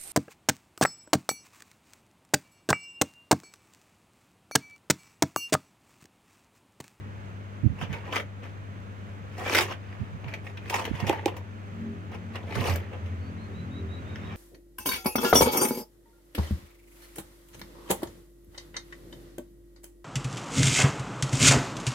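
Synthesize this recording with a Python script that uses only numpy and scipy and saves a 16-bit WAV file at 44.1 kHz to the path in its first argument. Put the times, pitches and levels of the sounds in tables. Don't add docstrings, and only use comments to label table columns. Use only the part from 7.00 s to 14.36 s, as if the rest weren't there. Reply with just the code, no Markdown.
import sys
import numpy as np
from scipy import signal
from scipy.fft import rfft, irfft
from scipy.io import wavfile
from scipy.ndimage import uniform_filter1d

SR = 44100
rng = np.random.default_rng(int(sys.argv[2]) if len(sys.argv) > 2 else 0)


def dump_mix(stems):
    frames = np.atleast_2d(stems).T
    limited = np.clip(frames, -1, 1)
    pcm = np.round(limited * 32767).astype(np.int16)
    wavfile.write(sys.argv[1], SR, pcm)


N = 324576
TIME = np.arange(N) / SR


def amp(db):
    return 10 ** (np.asarray(db) / 20)


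def evened(x):
    return x / np.sqrt(np.mean(x ** 2) + 1e-20)


def read(points, hz):
    f, value = np.transpose(points)
    return np.interp(np.log(hz + 1), np.log(f + 1), value)


def sides(pan_db):
    return amp(np.array([[.5], [-.5]]) * pan_db)


def add(mix, s, sound):
    part = mix[:, max(round(s * SR), 0):][:, :sound.shape[-1]]
    part += sound[..., :part.shape[1]]


def colour(x, points, size=2048):
    hz = abs(np.fft.fftfreq(size, 1 / SR))
    log_gain = np.log(amp(read(points, hz)))
    spectrum = np.exp(np.conj(signal.hilbert(log_gain)))
    kernel = np.fft.ifft(spectrum).real[:size // 2]
    return signal.fftconvolve(x, kernel[None], axes=1)[:, :x.shape[1]]


def pair(x, same):
    same = np.clip(same, 0, 1)
    return np.sqrt(same) * x[:1] + np.sqrt(1 - same) * x[1:]


def drift(size):
    once = uniform_filter1d(rng.standard_normal(N), size, mode="wrap")
    return evened(uniform_filter1d(once, size, mode="wrap"))


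# (t/s at its fastest, rise/s, fall/s,
# level/dB, hollow body level/dB re that level, fine hiss level/dB re that level,
# f/Hz at which the free card sings, lift there/dB)
SLIDES = [(0.828, 0.089, 0.039, -42, -0.5, -9.5, 910, 5), (0.938, 0.07, 0.12, -39, -2, -16.5, 920, 6.5),
          (1.075, 0.064, 0.13, -43, -2, -18, 910, 0), (1.166, 0.058, 0.049, -30, -3, -9.5, 1190, 6),
          (1.203, 0.035, 0.049, -52, -3, -15, 572, 13.5), (1.436, 0.02, 0.11, -46, -3.5, -16, 524, 3),
          (2.392, 0.022, 0.35, -41.5, 0, -21, 750, 8), (2.485, 0.07, 0.18, -38, 1, -19, 2320, 6),
          (2.58, 0.18, 0.1, -24, -9.5, -6, 367, 12), (2.724, 0.078, 0.03, -36, -5.5, -12.5, 2280, -6),
          (2.93, 0.27, 0.42, -53.5, -8, -18, 5000, 8), (3.335, 0.21, 0.12, -48.5, 0.5, -16, 2320, 8),
          (3.465, 0.061, 0.1, -49.5, 3, -8, 2520, 9), (3.757, 0.11, 0.16, -32.5, -3.5, -7.5, 910, 12.5),
          (3.871, 0.034, 0.027, -37.5, 1, -26, 890, 1), (3.955, 0.046, 0.36, -40.5, -7.5, -14, 970, 7),
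          (4.09, 0.093, 0.18, -36, 0, -19, 878, 10), (4.3, 0.18, 0.17, -49, 7, -23, 920, 8.5),
          (5.149, 0.053, 0.023, -41, 2, -17, 605, -11), (5.356, 0.056, 0.085, -41.5, 2, -17, 1250, -0.5),
          (5.575, 0.1, 0.33, -35, -4, -26, 1210, 6.5), (5.678, 0.21, 0.12, -31, 0.5, -7.5, 12800, 8),
          (5.936, 0.034, 0.049, -44.5, 6, -19, 556, 7.5), (7.3, 0.29, 0.5, -47, -21, -22, 5530, 10)]
# (f/Hz, level/dB per Hz)
CARD_COLOUR = [(120, -36), (230, -1.5), (380, 0), (520, 0), (700, -5), (850, -6), (1150, -8), (1450, -13.5),
               (1800, -7.5), (2350, -10), (3100, -14.5), (4000, -25.5), (5800, -26.5), (7700, -33),
               (15500, -41)]
SWELL_DB, BEND = 22, 1.17
HISS_FOLLOWS, BODY_FOLLOWS = 1.13, 0.84


def slides(slips_per_s=3200, spread_db=3, clump_db=2, ring=0.18):
    sizes = amp(spread_db * np.minimum(rng.exponential(1, (3, N)), 4))
    sizes *= rng.choice([-1, 1], (3, N))
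    slips = evened(sizes * (rng.random((3, N)) < slips_per_s / SR))
    clumps = amp(clump_db * evened(uniform_filter1d(rng.standard_normal(N), size=260)))
    rub = evened(colour(pair(slips * clumps, 0.5), CARD_COLOUR))
    ringing = box_ring(TIME[:SR // 8])[None]
    hollow = evened(signal.fftconvolve(rub, ringing, axes=1)[:, :N])
    body, face, hiss = map(evened, registers(rub))
    body = evened(body + ring * hollow)

    power = np.zeros((3, N))
    for s, rise, fall, db, body_db, hiss_db, *_ in SLIDES:
        away = np.maximum((s - TIME) / rise, (TIME - s) / fall)
        on = away < 2
        speed_db = -SWELL_DB * away[on] ** BEND
        body_level = body_db + BODY_FOLLOWS * speed_db
        hiss_level = hiss_db + HISS_FOLLOWS * speed_db
        power[:, on] += amp(db + np.array([body_level, speed_db, hiss_level])) ** 2
    gains = np.sqrt(power)
    return sum(gain * sound for gain, sound in zip(gains, (body, face, hiss)))


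# (t/s, level/dB, body level/dB re that level, hiss level/dB re that level, time to die by 60 dB/s)
SCUFFS = [(0.812, -35, -5, -23, 0.17), (0.928, -38.5, -5.5, -13.5, 0.035), (1.125, -30.5, -9, -19, 0.11),
          (1.158, -30.5, -13, -10, 0.028), (1.164, -30, -23, -29, 0.088), (1.198, -35, -6.5, -16, 0.068),
          (2.381, -44.5, -0.5, -5.5, 0.24), (2.461, -34.5, 1.5, -29, 0.074), (2.548, -22, -3, -6.5, 0.072),
          (2.587, -20, -11, -28, 0.036), (2.608, -22.5, -7.5, -8.5, 0.1), (2.709, -37, -12, -25, 0.1),
          (3.243, -49, 1.5, -24, 0.018), (3.281, -42.5, -18, -21, 0.096), (3.338, -37.5, -9, -17, 0.045),
          (3.467, -43.5, -16, -22, 0.041), (3.572, -43, -12, -17, 0.049), (3.698, -32, -1, -5.5, 0.051),
          (3.733, -39, -16, -12, 0.091), (3.741, -27, -5, -9, 0.07), (3.852, -31.5, -17, -12, 0.042),
          (4.001, -35, -0.5, -14, 0.065), (4.067, -32.5, -4.5, -10.5, 0.21), (4.127, -36, 4, -14, 0.042),
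          (4.279, -35, 0.5, -16, 0.058), (4.366, -44.5, -9, -5.5, 0.066), (5.116, -50, 0, -14, 0.055),
          (5.146, -55.5, 2, -6, 0.027), (5.356, -36, 2, -18, 0.052), (5.524, -40.5, -4, -28, 0.019),
          (5.552, -37, -3, -8, 0.088), (5.738, -48, 9, 1, 0.016), (5.759, -42, -14, -1, 0.028),
          (6.059, -50.5, 1.5, -16, 0.085), (7.158, -44, 0, -20, 0.02)]
# (f/Hz, level/dB per Hz)
CATCH_COLOUR = [(150, -33), (330, 4.5), (600, 8.5), (1000, 4), (1450, 3), (2300, 6.5), (3100, 4.5),
                (4200, -6), (6200, 1.5), (7500, -6.5), (15000, -8.5)]
SCUFF_BITE_S = 0.00033


def scuffs(sharpness=14, size=6000):
    out, t = np.zeros((2, N)), TIME[:size]
    for s, db, body_db, hiss_db, t60 in SCUFFS:
        grains = rng.standard_normal((3, size)) * rng.random((3, size)) ** 2
        spray = pair(grains, 0.36) * amp(-60 * t / max(t60, .004))
        spray *= 1 - np.exp(-t / SCUFF_BITE_S)
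        spray[:, 0] += 1 + sharpness * amp(db)
        bands = registers(colour(spray, CATCH_COLOUR))
        body, face, hiss = (b / np.sqrt(np.mean(b[:, :SR // 100] ** 2)) for b in bands)
        add(out, s, amp(db) * (face + amp(body_db) * body + amp(hiss_db) * hiss))
    return out


# (t/s, peak level/dB of the hollow ring, peak level/dB of the crack)
POPS = [(2.5875, -22, -5), (4.0951, -10.5, -14), (4.2583, -11, -14)]
# (f/Hz, level/dB per Hz)
CRACK_COLOUR = [(300, -34), (1400, 5), (2000, 16), (3200, 16.5), (4600, 7), (6200, 9), (7400, 4.5),
                (9000, -1), (15000, 1)]


def pops(size=6000):
    out, t = np.zeros((2, N)), TIME[:size]
    ring = box_ring(t)
    ring = ring / abs(ring).max()
    for s, ring_db, sharp_db in POPS:
        fibres = pair(rng.standard_normal((3, size)), .4) * amp(-60 * t / .018)
        fibres[:, 0] += 20 * amp(sharp_db)
        crack = colour(fibres, CRACK_COLOUR)
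        crack = crack / abs(crack).max()
        add(out, s, sides(-3.5) * (amp(ring_db) * ring + amp(sharp_db) * crack))
    return out


# (f/Hz, relative level/dB, time to die by 60 dB/s)
BOX_MODES = [(304.6, 2.5, 0.058), (377, 6, 0.033), (538, -4, 0.1), (700, -12, 0.051), (810, 0, 0.057),
             (872, -2, 0.036), (1080, -18.5, 0.03)]


def box_ring(t):
    return sum((-1) ** k * amp(db - 60 * t / t60) * np.sin(2 * np.pi * hz * t)
               for k, (hz, db, t60) in enumerate(BOX_MODES))


def registers(x):
    edges_hz = [(200, 800), (800, 4000), (4000, 17000)]
    filters = [signal.butter(3, edge, "band", fs=SR, output="sos") for edge in edges_hz]
    body, face, hiss = (signal.sosfilt(f, x) for f in filters)
    return body + .6 * body[::-1], face, hiss


def restless(x, patchy_db):
    z = signal.stft(x, nperseg=256, noverlap=192)[2]
    patches = uniform_filter1d(rng.standard_normal(z.shape[1:]), size=5, axis=0)
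    patches = evened(uniform_filter1d(patches, size=6, axis=1))
    gain = evened(amp(patchy_db * np.clip(patches, -2, 2)))
    return signal.istft(z * gain, nperseg=256, noverlap=192)[1][:, :x.shape[1]]


def card_ring(x, ring_db=-6, ring_t60=0.073, regrip_hz=3.7, size=2600):
    modes = rng.standard_normal((2, 2, size)) * amp(-60 * TIME[:size] / ring_t60)
    modes /= np.linalg.norm(modes, axis=2, keepdims=True)
    grip = 2 * np.pi * regrip_hz * TIME
    shares = [np.cos(grip), np.sin(grip)]
    ring = sum(signal.fftconvolve(x * share, m, axes=1)[:, :N] for share, m in zip(shares, modes))
    return (x + amp(ring_db) * ring) / np.sqrt(1 + amp(2 * ring_db))


def panels(x, sharpness=13):
    out = x.copy()
    grips = [s - rise / 2 for s, rise, *_ in SLIDES] + [N / SR]
    for start, end, (*_, hz, lift_db) in zip(grips, grips[1:], SLIDES):
        held = x[:, round(start * SR):round(end * SR)]
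        held = np.pad(held, [(0, 0), (0, SR // 10)])
        sung = signal.lfilter(*signal.iirpeak(hz, sharpness, SR), held)
        add(out, start, (amp(lift_db) - 1) * sung)
    return out


def facing(x, left_db=4, right_db=-3, right_lag_s=0.000028):
    hz = np.fft.rfftfreq(N, 1 / SR)
    lag = np.exp(-2j * np.pi * hz * np.array([[0], [right_lag_s]]))
    finest = np.interp(hz, [8500, 12000], [0, 1])
    gain = amp(np.array([[left_db], [right_db]]) * finest)
    return irfft(rfft(x) * lag * gain, N)


# (t/s at the peak, rms level/dB there, half length/s)
GUSTS = [(.652, -15.5, 0.013), (.671, -8.5, 0.0043), (.712, -26.5, 0.028), (.835, -26.5, 0.013),
         (.917, -27.5, 0.019), (2.641, -42, 0.048), (3.022, -25.5, 0.016), (3.145, -33, 0.016),
         (3.275, -32.5, 0.024), (3.914, -17, 0.002), (3.943, -24, 0.0088), (4.038, -20.5, 0.0075),
         (4.083, -28, 0.021), (5.595, -23, .026), (5.72, -27, 0.035)]
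GUST_HZ, GUST_SINK = 123.2, 0.011


def gusts(octaves=0.7, left_db=-26, lowest_hz=42, size=16384):
    out, t = np.zeros((2, N)), (np.arange(size) - size // 2) / SR
    hz = np.fft.rfftfreq(size, 1 / SR)
    no_deep_bass = (1 - np.exp(-(hz / lowest_hz) ** 2)) ** 2
    for s, db, length in GUSTS:
        centre_hz = GUST_HZ * 2 ** (GUST_SINK * db)
        shape = np.exp(-.5 * (np.log2((hz + 1) / centre_hz) / octaves) ** 2)
        swell = np.exp(-.5 * (t / length) ** 2)
        eddy = swell * irfft(rfft(rng.standard_normal(size)) * shape)
        eddy = irfft(rfft(eddy) * no_deep_bass)
        eddy *= np.linalg.norm(swell) / np.linalg.norm(eddy)
        add(out, s + t[0], amp([[db + left_db], [db]]) * eddy)
    return out


# (t/s, firing note level/dB, overtones level/dB), before each order's own level
ENGINE_LEVELS = [(0, -60, -74), (4.3, -46, -58), (4.85, -56, -41.5), (5.3, -39, -47), (6.1, -36.5, -45.5),
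                 (6.4, -41.5, -42.5), (6.8, -35.5, -33.5), (7.36, -46, -45.5)]
# (multiple of the cycle rate, level/dB re the levels above)
ENGINE_ORDERS = [(2, -3.5), (3, -18), (4, -10.5), (5, -6.5), (6, -14.5), (7, -19), (8, -23), (9, -15.5),
                 (10, -24), (13, -31.5)]
ENGINE_HZ, SINKS_FROM_S, SAG_HZ_PER_S = 45.36, 4.0, 0.77


def engine(waver_db=5.0, wander=0.0023):
    s, *columns = np.transpose(ENGINE_LEVELS)
    firing_db, overtones_db = (np.interp(TIME, s, c) for c in columns)
    hz = ENGINE_HZ - SAG_HZ_PER_S * np.maximum(TIME - SINKS_FROM_S, 0)
    turns = np.cumsum(hz * (1 + wander * drift(size=4000))) / SR
    orders = np.zeros(N)
    for k, order_db in ENGINE_ORDERS:
        k = round(k)
        level_db = firing_db if k == 2 else overtones_db
        gain = amp(order_db + level_db + waver_db * drift(size=5000))
        orders += gain * np.sin(2 * np.pi * (k * turns + rng.random()))
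    return np.sqrt(2) * orders * sides(.7)


# (t/s at the start, top f/Hz, rms level/dB at its fullest)
CHIRPS = [(6.188, 4530, -68), (6.363, 4220, -66.5), (6.524, 3980, -60), (6.695, 3880, -58),
          (6.875, 3900, -56), (7.04, 3760, -61), (7.195, 3770, -60.5)]
CHIRP_S = 0.13


def bird(tremble_db=2.0, wobble_share=0.012):
    out, wobble, tremble = np.zeros((2, N)), drift(size=80), drift(size=300)
    u = np.linspace(0, 1, int(CHIRP_S * SR))
    for s, top_hz, db in CHIRPS:
        at = (round(s * SR) + np.arange(len(u))) % N
        arch = 1 - .085 * (u / .65 - 1) ** 2
        hz = top_hz * (arch + wobble_share * wobble[at])
        whistle = np.sqrt(2) * np.sin(2 * np.pi * np.cumsum(hz) / SR)
        add(out, s, amp(db + tremble_db * tremble[at]) * np.sin(np.pi * u) * whistle)
    return out


# (f/Hz, time to die by 60 dB/s)
ROOM_DECAY = [(100, 0.11), (500, 0.19), (2000, 0.17), (5000, 0.12), (12000, 0.12)]


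def room(x, first_s, size=20):
    taps = np.zeros((2, SR))
    at = np.arange(0, SR - size, size)
    at = at + rng.integers(0, size, (2, len(at)))
    signs = rng.choice([-1., 1.], at.shape) * (at > first_s * SR)
    np.put_along_axis(taps, at, signs, 1)
    hz, t, z = signal.stft(taps, SR, nperseg=256)
    decay = amp(-60 * t / read(ROOM_DECAY, hz)[:, None])
    tail = signal.istft(z * decay, SR, nperseg=256)[1]
    return signal.fftconvolve(x, tail / np.linalg.norm(tail[0]), axes=1)[:, :N]


# (f/Hz, level/dB per Hz)
AIR_COLOUR = [(25, -19), (45, -16.5), (70, -0.5), (125, 0), (230, -2), (330, -7), (520, -7.5), (800, -12.5),
              (1300, -11), (2500, -18.5), (3700, -27.5), (5000, -35), (7200, -37.5), (10500, -46),
              (15500, -47)]
# (f/Hz, left-right likeness from 0 to 1)
AIR_SAME = [(100, 1), (300, 0.79), (1400, 0.55), (3100, 0.33), (7000, 0.026)]
# (f/Hz, left-right level/dB)
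AIR_TILT = [(60, -16.5), (200, 5.5), (380, 0), (700, -1.5), (4400, -1.5), (8100, -6), (15000, 7)]
AIR_DB = -45.5


def room_tone(whine_hz=6290, whine_width_hz=110, whine_db=10, traffic_db=2.5, left_lag_s=0.0004):
    hz = np.fft.rfftfreq(N, 1 / SR)
    a, b = rfft(rng.standard_normal((2, N)))
    same = np.clip(read(AIR_SAME, hz), -1, 1)
    left = a * np.exp(-2j * np.pi * hz * left_lag_s)
    right = same * a + np.sqrt(1 - same ** 2) * b
    whine = whine_db * np.exp(-((hz - whine_hz) / whine_width_hz) ** 2)
    shape = amp(read(AIR_COLOUR, hz) + whine)
    air = evened(irfft(np.array([left, right]) * shape * sides(read(AIR_TILT, hz)), N))
    rise_db = traffic_db * np.interp(TIME, [5.6, 7.3], [0, 1])
    return air * amp(AIR_DB + .5 * drift(size=6000) + rise_db)


# (f/Hz, rms level/dB midway between the sides, left-right level/dB, left lead/radians)
HUM = [(99.8, -42, 4.5, 0.58), (202, -54.5, -5.5, 0), (293, -69.5, -10, 0.28)]


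def hum():
    out = np.zeros((2, N))
    for hz, db, pan_db, lead in HUM:
        wave = np.sin(2 * np.pi * hz * TIME + np.array([[lead], [0]]))
        out += np.sqrt(2) * amp(db) * sides(pan_db) * wave
    return out


def scene(rub_room_db=-12, pop_room_db=-12, bird_room_db=-1):
    rubs = restless(slides() + scuffs(), patchy_db=3.5)
    rubs = panels(card_ring(rubs))
    knocks, chirps = pops(), bird()
    sent = amp(rub_room_db) * rubs + amp(pop_room_db) * knocks + amp(bird_room_db) * chirps
    wet = room(sent, first_s=0.0075)
    return facing(rubs + knocks + wet) + chirps + gusts() + engine() + room_tone() + hum()


EDGE_HZ = 15900


def record(dry):
    low_pass = signal.firwin(511, EDGE_HZ, window=("kaiser", 9), fs=SR)
    return signal.oaconvolve(dry, low_pass[None], "same")


dry = scene()
out = record(dry)
dump_mix(out)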